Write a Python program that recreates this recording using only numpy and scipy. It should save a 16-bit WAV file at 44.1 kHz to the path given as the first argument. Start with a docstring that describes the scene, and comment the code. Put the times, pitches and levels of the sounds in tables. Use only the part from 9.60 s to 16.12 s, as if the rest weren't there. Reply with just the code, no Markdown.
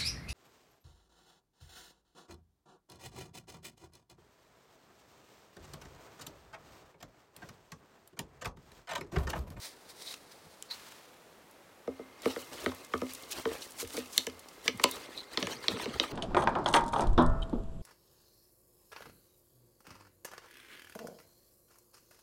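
"""In a small room, close by, gloved hands push a cloth patch into a rifle chamber with a wire brush.
Sleeves rustle and bristles rasp as shaped friction noise; wire and fabric squeak and flick as resonances.
The tool knocks and clicks on the receiver, each blow ringing the rifle's modes plus a short burst of grit.
A blow runs through steel and stock as a bending wave: click first, wooden thud a few ms later.
A coil spring sings on faintly after the blows; once seated, the brush is cranked in three swings."""
import sys
import numpy as np
from scipy import signal
from scipy.fft import rfft, irfft
from scipy.io import wavfile
from scipy.ndimage import uniform_filter1d

SR = 44100
rng = np.random.default_rng(int(sys.argv[2]) if len(sys.argv) > 2 else 0)


def to_wav(sig):
    """Store sig (one row per channel, or 1-D mono) as 16-bit WAV at the path in sys.argv[1].

    Samples outside -1..1 are clipped; the rate is SR.
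    """
    pcm = np.clip(np.atleast_2d(sig), -1, 1) * 32767
    pcm = np.round(pcm).astype(np.int16)
    wavfile.write(sys.argv[1], SR, pcm.T)  # frames by channels


N = 287532
TIME = np.arange(N) / SR

# Tool against rifle, levels ahead of the trims in blow(): (time [s], stock thud [dB], receiver knock [dB],
# steel clack [dB], edge [0 flat face - 1 sharp corner], range that the spot favours [Hz])
BLOWS = [(1.0246, -89.5, -98, -50, 0.79, 4300), (2.2756, -30.5, -46, -58, 0.23, 1230),
         (2.3926, -37, -51.5, -71, .1, 1200), (2.657, -25.5, -28, -40.5, 0.16, 384),
         (2.762, -36, -34, -50.5, .3, 446), (3.061, -25.5, -28.5, -39, 0.21, 2060),
         (3.337, -29.5, -29.5, -41.5, 0, 1490), (3.417, -30, -38.5, -50, 0.54, 1200),
         (3.8541, -30.5, -29.5, -44.5, 0, 1670), (4.223, -40.5, -51, -63, .4, 320),
         (4.375, -36.5, -46, -45, .4, 294), (4.5787, -41, -38, -26.5, 0.67, 4460),
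         (4.6685, -36.5, -42, -35.5, 0.5, 2140), (5.0791, -32, -35.5, -24.5, 0.23, 2600),
         (5.2399, -27, -24, -18, 0.36, 1010), (5.827, -33.5, -35, -31, 0, 560),
         (5.87, -39, -33.5, -41.5, 0.52, 2850), (6.2575, -34, -39.5, -45, 0.23, 2040)]
# Clack that starts each swing of the handle: (time [s], clack level ahead of the trims in blow() [dB])
SWINGS = [(5.7732, -27.5), (6.082, -27.5), (6.3983, -28.5)]
PATCH_IN_S, PATCH_DEEP_S = 2.62, 5.42   # the patch enters the chamber; it is deep inside
BRACED_FROM_S = 5.15   # a hand braces the rifle for cranking


def from_db(db):
    """Decibels to gain."""
    return np.exp(np.asarray(db) * np.log(10) / 20)


def rms_one(x):
    """Scale to rms 1."""
    return x / np.sqrt(np.mean(x ** 2) + 1e-20)


def together(*gains):
    """Unrelated motions add in power."""
    return np.sqrt(sum(g ** 2 for g in gains))


def filtered(x, order, edges_hz, kind):
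    """Butterworth filter."""
    return signal.sosfilt(signal.butter(order, edges_hz, kind, fs=SR, output="sos"), x)


def resonant(x, hz, q):
    """One resonance, gain 1 on top."""
    return signal.lfilter(*signal.iirpeak(hz, q, fs=SR), x)


def coloured(x, spectrum):
    """Give a signal a spectrum of (frequency [Hz], relative level [dB]) points; rms 1."""
    hz, db = np.transpose(spectrum)
    bins = np.maximum(np.fft.rfftfreq(N, 1 / SR), 1)
    shape_db = np.interp(np.log(bins), np.log(hz), db, left=-70, right=-70)
    return rms_one(irfft(rfft(x) * from_db(shape_db), N))


def drift(knots_per_s):
    """Slow chance, rms 1, running straight between random knots."""
    knots = rng.standard_normal(int(knots_per_s * N / SR) + 2)
    return rms_one(np.interp(TIME * knots_per_s, np.arange(len(knots)), knots))


def friction(per_s, spread_db, smooth, flutter_db):
    """Many tiny slips of uneven size over a smooth hiss, in clumps as the contact sticks and lets go."""
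    happens = rng.random(N) < per_s / SR
    size = from_db(spread_db * np.minimum(rng.exponential(1, N), 5))
    slips = happens * rng.choice([-1, 1], N) * size
    return (rms_one(slips) + smooth * rng.standard_normal(N)) * from_db(flutter_db * drift(90))


def swells(rows, lean=0.095):
    """Gain of strokes (peak time [s], mean half length [s], level [dB]): quick to rise, gentler to fall."""
    s, half_s, db = np.transpose(rows)
    coarse = TIME[::20]
    since = coarse - s[:, None]
    width = half_s[:, None] * (1 + lean * np.sign(since))
    shape = 1 / np.cosh(np.minimum(np.abs(since) / width, 20)) ** 2
    return np.interp(TIME, coarse, np.sqrt(from_db(db) ** 2 @ shape))


def placed(hits):
    """Short sounds laid out at their times."""
    out = np.zeros(N + SR)
    for s, ring in hits:
        start = int(s * SR)
        out[start:start + len(ring)] += ring
    return out[:N]


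def room_tone(level_db=-58.5):
    """The quiet room: steady noise, weighted to the low end."""
    # (frequency [Hz], relative level [dB])
    tone_spectrum = [(25, -21), (45, -17), (150, -11.5), (500, -6), (700, -9.5), (1050, -11.5),
                     (4400, -23.5), (16000, -31)]
    return from_db(level_db) * coloured(rng.standard_normal(N), tone_spectrum)


def sleeves(arms_db=-64, attack_s=0.014, fade_db_per_s=40):
    """Sleeve fibres rustle as the hands come in; a glove smooths the patch down with a fuller sound."""
    # sleeves brushing: (time [s], half length [s], level [dB])
    rustles = [(0.04, 0.027, -43.5), (0.3, 0.011, -53.5), (0.425, 0.033, -47.5), (0.505, 0.027, -46),
               (0.72, 0.0057, -53)]
    # glove on the patch: (time [s], level [dB])
    presses = [(1.098, -51), (1.255, -55.5)]
    # sleeve and patch spectra: (frequency [Hz], relative level [dB])
    cloth_spectrum = [(500, -3), (1500, -8), (2050, -1), (2800, -9), (3900, 1.5), (5000, 0.5), (6900, -6),
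                      (9300, -4), (11000, -10.5), (16000, -13)]
    patch_spectrum = [(400, -24), (900, 4.5), (2200, 3), (4500, 0), (16000, -11)]
    # the arms keep moving a little until the patch is in place
    arms = from_db(arms_db) * np.clip((1.5 - TIME) / .5, 0, 1)
    speed = together(swells(rustles), arms)
    s, db = np.transpose(presses)[:, :, None]
    age = np.maximum(TIME - s, 0)
    press = together(*(np.minimum(age / attack_s, 1) * from_db(db - fade_db_per_s * age)))
    fibres = friction(per_s=1800, spread_db=3, smooth=2.2, flutter_db=1.9)
    return speed * coloured(fibres, cloth_spectrum) + press * coloured(fibres, patch_spectrum)


def squeaks(q=7):
    """Wire and fabric stick and slip: quick slips keep one resonance ringing in a gritty squeak."""
    # (time [s], half length [s], level [dB], pitch [Hz])
    squeak_rows = [(.492, 0.023, -46, 3900), (1.115, 0.015, -49, 4190), (5.328, 0.014, -39.5, 3800),
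                   (5.583, 0.018, -48, 4000)]
    slips = friction(per_s=900, spread_db=2.5, smooth=0.57, flutter_db=7)
    out = 0
    for *stroke, hz in squeak_rows:
        tone = resonant(resonant(slips, hz, q), hz, q)
        out = out + swells([stroke]) * rms_one(tone)
    return out


def snaps(t60=0.022, q=1.34, faint_per_s=14, faint_db=-56, range_db=1.5, low_hz=1800, high_hz=12000):
    """Single bristles and fibres catch and flick free, each a tiny scratch with a pitch of its own."""
    # (time [s], level [dB], pitch [Hz])
    flicks = [(0.525, -53, 3840), (.54, -47.5, 3060), (1.911, -64.5, 11000), (3.535, -47, 10500),
              (3.549, -48.5, 7860), (3.713, -47, 9400), (4.368, -43.5, 4600), (5.312, -41.5, 11000)]
    # faint ones come at random while the patch goes in
    going_in_s = PATCH_DEEP_S - PATCH_IN_S
    draws = rng.random((int(faint_per_s * going_in_s), 3))
    faint = [(PATCH_IN_S + when * going_in_s, faint_db + range_db * size, low_hz * (high_hz / low_hz) ** pitch)
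             for when, size, pitch in draws]
    age = np.arange(SR // 50) / SR
    hits = []
    for s, db, hz in [*flicks, *faint]:
        scratch = rng.standard_normal(len(age)) * from_db(-60 * age / t60)
        hits.append((s, from_db(db) * rms_one(resonant(scratch, hz, q))))
    return placed(hits)


def room(x, t60=0.16, low_hz=260, dull_hz=5440):
    """Dense reflections of a small room: a short mid-band tail, duller and thinner than the direct sound."""
    age = np.arange(SR // 2) / SR
    tail = filtered(rng.standard_normal(len(age)), 2, [low_hz, dull_hz], "band")
    tail = tail * from_db(-60 * age / t60) * (age > .004)
    return signal.fftconvolve(x, tail / np.sqrt(np.sum(tail ** 2) * SR / (2 * dull_hz)))[:N]


def hand(t60=0.11, rise_s=0.012, sag_s=0.15, rough=0.5, judder_per_s=130,
         deep_ratio=0.56, deep_lag_s=0.0151, deep_db=-5.5):
    """The heel of the hand bumps the stock and judders on it: a rough thump whose deeper part arrives last."""
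    # soft bumps: (time [s], level [dB], starting pitch of the upper part [Hz])
    bumps = [(0.849, -46, 185), (4.241, -41, 103), (4.338, -36, 333), (5.135, -34.5, 220), (5.56, -49, 290),
             (5.822, -28.5, 220), (5.941, -39, 267), (6.118, -28.5, 226), (6.138, -27.5, 502),
             (6.276, -30, 261), (6.335, -33, 141)]
    age = np.arange(SR // 4) / SR
    thumps = []
    for s, db, hz in bumps:
        for lag, ratio, part_db in ((0, 1, 0), (deep_lag_s, deep_ratio, deep_db)):
            knots = rng.standard_normal((2, 100))
            push, drag = [np.interp(age * judder_per_s, np.arange(len(k)), k) for k in knots]
            # the pitch sags as the thump dies
            phase = 2 * np.pi * hz * ratio * sag_s * np.log1p(age / sag_s)
            wave = (1 + rough * push) * np.sin(phase) + rough * drag * np.cos(phase)
            envelope = from_db(db + part_db - 60 * age / t60) * (1 - np.exp(-age / rise_s))
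            thumps.append((s + lag, envelope * wave))
    return placed(thumps)


def bending(x, lag_s=0.00849, knee_hz=560):
    """Bending waves are slower at low pitch, so a blow arrives as a quick falling chirp."""
    size = 2 * len(x)
    delay_s = lag_s / (1 + (np.fft.rfftfreq(size, 1 / SR) / knee_hz) ** 2)
    phase = 2 * np.pi * np.cumsum(delay_s) * SR / size
    return irfft(rfft(x, size) * np.exp(-1j * phase), size)[:len(x)]


def blow(clack_db, boom_db, thud_db, knock_db, tick_db, contact_hz, deep, snap_db=13, count=3,
         scatter_db=2.5, detune=0.064, stock_detune=0.032, grip_db=2.5, crack_t60=0.018, tick_t60=0.0062,
         spot_db=1.5, spot_q=2.6):
    """One contact rings every mode; where and how hard it lands balances stock, receiver and tool."""
    # modes of the rifle, before each blow's scatter: (frequency [Hz], level [dB], t60 [s])
    rifle_modes = [(87, -19.5, 0.29), (261, -10, 0.18), (342.7, -8.5, 0.085), (396, -0.5, 0.05),
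                   (469.5, 2, 0.056), (559, -3.5, 0.032), (565, -10.5, 0.034), (872, -14.5, 0.025),
                   (1025, -1.5, 0.015), (1213, 2.5, 0.014), (1453, -9, 0.015), (1780, -3.5, 0.016),
                   (2143, 4.5, 0.0075), (3090, -1, 0.012), (3680, 0, 0.0083), (4247, -6.5, 0.01),
                   (4890, -16.5, 0.011), (5710, -2, 0.011), (7230, 0.5, 0.0045), (9450, -1, 0.0012)]
    # from deep in the chamber the tool drives the stock differently: (frequency [Hz], change [dB])
    deep_stock = [(255, -4), (340, 3), (460, -2.5), (550, -0.5)]
    # the stock is pushed as one piece; the short steel rings come in close clusters
    modes = [mode for mode in rifle_modes for _ in range(count if mode[0] > 2000 else 1)]
    hz, mode_db, t60 = np.transpose(modes)[:, :, None]
    boom, thud, knock = boom_db + 8.5, thud_db + 2.5, knock_db + 4.5
    clack, tick = clack_db + 8.0, tick_db + 12.5
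    strength_db = np.interp(np.log(hz), np.log([260, 330, 600, 850, 1500, 2700, 5400, 7200]),
                            [boom, thud, thud, knock, knock, clack, clack, tick])
    strength_db = strength_db + deep * np.interp(hz, *np.transpose(deep_stock))
    # each blow's mode pitches scatter a little at random
    steel = hz > 2000
    sign = np.where(steel, rng.choice([-1, 1], hz.shape) / np.sqrt(count), 1)
    hz = hz * (1 + np.where(steel, detune, stock_detune) * rng.uniform(-1.16, 1, hz.shape))
    # the hand damps every blow differently
    t60 = t60 * from_db(grip_db * rng.standard_normal(hz.shape))
    t = np.arange(SR // 6) / SR
    swell = 1 - np.exp(-2 * t * hz)
    gain = from_db(strength_db + mode_db + scatter_db * rng.standard_normal(hz.shape) - 60 * t / t60)
    ring = np.sum(sign * gain * swell * np.sin(2 * np.pi * hz * t), axis=0)
    # the edges meet with one sharp snap, then grate for a moment
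    grit = rng.standard_normal(len(t))
    grit[SR // 2000] = from_db(snap_db)
    grate = filtered(grit, 2, [2000, 5400], "band")
    spit = filtered(grit, 1, [6500, 13000], "band")
    ring = ring + from_db(clack_db + 8 - 60 * t / crack_t60) * grate
    ring = ring + from_db(tick_db + 14 - 60 * t / tick_t60) * spit
    # each spot on the rifle favours its own range of modes
    return bending(ring + from_db(spot_db) * resonant(ring, contact_hz, spot_q))


def contact(s, thud_db, knock_db, clack_db, edge, hz, held_until_s=2.9, flat_tick_db=-24, edge_tick_db=35.5):
    """A blow at its time: a hand damps the deepest modes, and a sharp corner adds a bright tick."""
    # the hand is first on the action, and later braces the rifle; in between the stock booms more
    boom_db = -3 if held_until_s < s < BRACED_FROM_S else -7
    tick_db = clack_db + flat_tick_db + edge_tick_db * edge
    return s, blow(clack_db, thud_db + boom_db, thud_db, knock_db, tick_db, hz, s > PATCH_DEEP_S)


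def tap(s, db, hz, stock_db=-6.5, steel_db=-11):
    """A light tap of the tool: middle modes lead, with less stock and steel."""
    return contact(s, db + stock_db, db, db + steel_db, 0, hz)


def tool(lowest_hz=85, echo_s=.0155, echo_db=-10.5, echo_dull_hz=780):
    """All blows, followed by one dull reflection; the slim stock radiates almost no deep bass."""
    # light taps: (time [s], level ahead of the trims in blow() [dB], range that the spot favours [Hz])
    taps = [(3.1175, -40, 1180), (5.197, -31.5, 2140), (5.367, -42, 4000), (5.895, -39, 890),
            (6.041, -44, 1020), (6.17, -37.5, 2660), (6.197, -36, 940), (6.4368, -36.5, 2600),
            (6.462, -48, 2540)]
    hits = [contact(*row) for row in BLOWS]
    # swing clacks: thud 3 dB and knock 4 dB under the clack, nearly flat contact
    hits += [contact(s, db - 3, db - 4, db, 0.02, 3800) for s, db in SWINGS]
    hits += [tap(*row) for row in taps]
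    out = filtered(placed(hits), 2, lowest_hz, "high")
    dull = filtered(out, 2, echo_dull_hz, "low")
    return out + from_db(echo_db) * np.interp(TIME - echo_s, TIME, dull, left=0)


def spring(level_db=-71.5, t60=2.8, follows=0.23):
    """Every thud in BLOWS shakes a coil spring in the action, which shimmers on after the stock is still."""
    # clusters of close modes: (centre [Hz], width [Hz], level [dB], change once the rifle is braced [dB])
    clusters = [(1170, 220, 5, -3), (2100, 60, 4, 6)]
    s, thud_db = np.transpose(BLOWS)[:2, :, None]
    coarse = TIME[::20]
    age = coarse - s
    # the spring follows only a share of the thud's swing in dB
    start_db = level_db + follows * (thud_db - thud_db.mean())
    shaken = (age > 0) * from_db(start_db - 60 * np.abs(age) / t60)
    coils = rng.standard_normal(N)
    shimmer = 0
    for hz, width, db, braced_db in clusters:
        band = rms_one(filtered(coils, 2, [hz - width / 2, hz + width / 2], "band"))
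        shimmer = shimmer + from_db(db + braced_db * (TIME > BRACED_FROM_S)) * band
    return np.interp(TIME, coarse, together(*shaken)) * shimmer


def pressure(touch_s=2.28, touch_db=-10.5, seated_s=5.78, seated_db=8.5, regrip_db=-6):
    """How hard the bristles lean on the steel between strokes, as a gain; harder once seated."""
    # the hand eases off to shift its grip: (time [s], half length [s])
    regrips = [(3.28, 0.025), (4.128, 0.019), (4.86, 0.27), (5.7, 0.034), (5.993, 0.09)]
    eased = sum(np.exp(-((TIME - s) / half_s) ** 2) for s, half_s in regrips)
    # before the patch enters, the brush only touches lightly
    db = touch_db * (TIME < PATCH_IN_S) + seated_db * (TIME > seated_s) + regrip_db * eased
    return uniform_filter1d(from_db(db) * (TIME > touch_s), size=SR // 50)


def catching(slips, low_hz=900, high_hz=8500, q=7, patchy_db=4, per_s=90, count=16):
    """Bristles of many lengths ring briefly, each group catching and letting go on its own."""
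    out = 0
    for k, hz in enumerate(np.geomspace(low_hz, high_hz, count)):
        knots = from_db(patchy_db * rng.standard_normal(1000))
        grip = np.interp(TIME * per_s + k / count, np.arange(len(knots)), knots)
        out = out + (-1) ** k * resonant(slips * grip, hz, q)
    return out


def brush(rub_drag_db=-57, rub_rasp_db=-58, rub_hiss_db=-60, scrub_drag_db=-1, scrub_hiss_db=-8.5,
          swing_drag_db=-2, swing_hiss_db=-11, slip_rasp_db=-1.5, patch_fade_s=0.46, treble_db=2):
    """Wire bristles rasp on steel, the patch hisses, and scrubs and swings shake the stock."""
    # the brush is twisted into the chamber: (time of fastest point [s], half length [s], rasp level [dB])
    scrubs = [(2.692, 0.04, -45.5), (2.935, 0.011, -50), (3.02, 0.048, -48), (3.775, 0.026, -43.5),
              (3.93, 0.025, -46), (4.385, 0.025, -46), (5.064, 0.014, -44), (5.335, 0.072, -48),
              (5.575, 0.033, -51.5)]
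    # short slips over the metal, and one hard, very brief scrape at the loudest blow; levels ahead of
    # slip_rasp_db and treble_db: (time of fastest point [s], half length [s], level [dB], brightest range [Hz])
    slip_rows = [(2.81, 0.013, -55, 13500), (3.507, 0.011, -49.5, 3420), (3.723, 0.0065, -39, 3980),
                 (4.029, 0.011, -49.5, 6900), (4.205, 0.011, -39.5, 8700), (4.34, 0.02, -50.5, 9500),
                 (4.568, 0.025, -47.5, 7600), (5.2392, 0.0013, -23.5, 3800)]
    # in a swing the bristles take up slack, scrub, and spring back:
    # (time after the clack [s], half length [s], level against the clack's table level [dB])
    phases = [(-.04, 0.021, -21), (0.038, 0.017, -16), (0.14, 0.02, -14)]
    # stock, bristle and patch spectra: (frequency [Hz], relative level [dB])
    drag_spectrum = [(30, -42), (48, -8.5), (200, -13), (260, -2.5), (460, -2), (750, -9), (1150, -10),
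                     (4000, -44)]
    rasp_spectrum = [(400, 8), (900, -4.5), (2200, -2), (4200, -4), (5600, -9), (7500, -16), (16000, -7)]
    hiss_spectrum = [(2500, -4), (5000, -1.5), (7000, -2), (16000, -8)]
    rub, scrub, slip = pressure(), swells(scrubs), swells([row[:3] for row in slip_rows])
    swing = swells([(s + after_s, half_s, db + phase_db)
                    for s, db in SWINGS for after_s, half_s, phase_db in phases])
    # the light rub makes the patch hiss from entering until it is deep in the chamber
    exposed = (TIME > PATCH_IN_S) * np.clip((PATCH_DEEP_S - TIME) / patch_fade_s, 0, 1)
    hiss_gain = together(from_db(rub_hiss_db) * rub * exposed, from_db(scrub_hiss_db) * scrub,
                         from_db(swing_hiss_db) * swing)
    rasp_gain = together(from_db(rub_rasp_db) * rub, scrub, swing, from_db(slip_rasp_db) * slip)
    drag_gain = together(from_db(rub_drag_db) * rub, from_db(scrub_drag_db) * scrub,
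                         from_db(swing_drag_db) * swing)
    shaking = friction(per_s=220, spread_db=3.5, smooth=1.0, flutter_db=2.5)
    drag = drag_gain * coloured(shaking, drag_spectrum)
    bristles = catching(friction(per_s=1100, spread_db=2.0, smooth=0.89, flutter_db=1.5))
    rasp = rasp_gain * coloured(bristles, rasp_spectrum)
    threads = coloured(friction(per_s=1100, spread_db=2.5, smooth=1.0, flutter_db=2.0), hiss_spectrum)
    slips = sum(swells([stroke]) * rms_one(threads + 2 * resonant(threads, hz, 1))
                for *stroke, hz in slip_rows)
    return drag + rasp + from_db(treble_db) * (hiss_gain * threads + slips)


def scene(room_db=-11):
    """Tool, brush and sleeves over the quiet room; the short knocks also excite the room's tail."""
    knocks = tool() + hand() + snaps()
    reflected = from_db(room_db) * room(knocks)
    rubbing = brush() + squeaks() + sleeves()
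    return (knocks + reflected + spring() + rubbing + room_tone())[None]


def record(dry, cutoff_hz=16000):
    """The top is cut steeply."""
    return signal.sosfilt(signal.ellip(10, .1, 90, cutoff_hz, fs=SR, output="sos"), dry)


dry = scene()
out = record(dry)
to_wav(out)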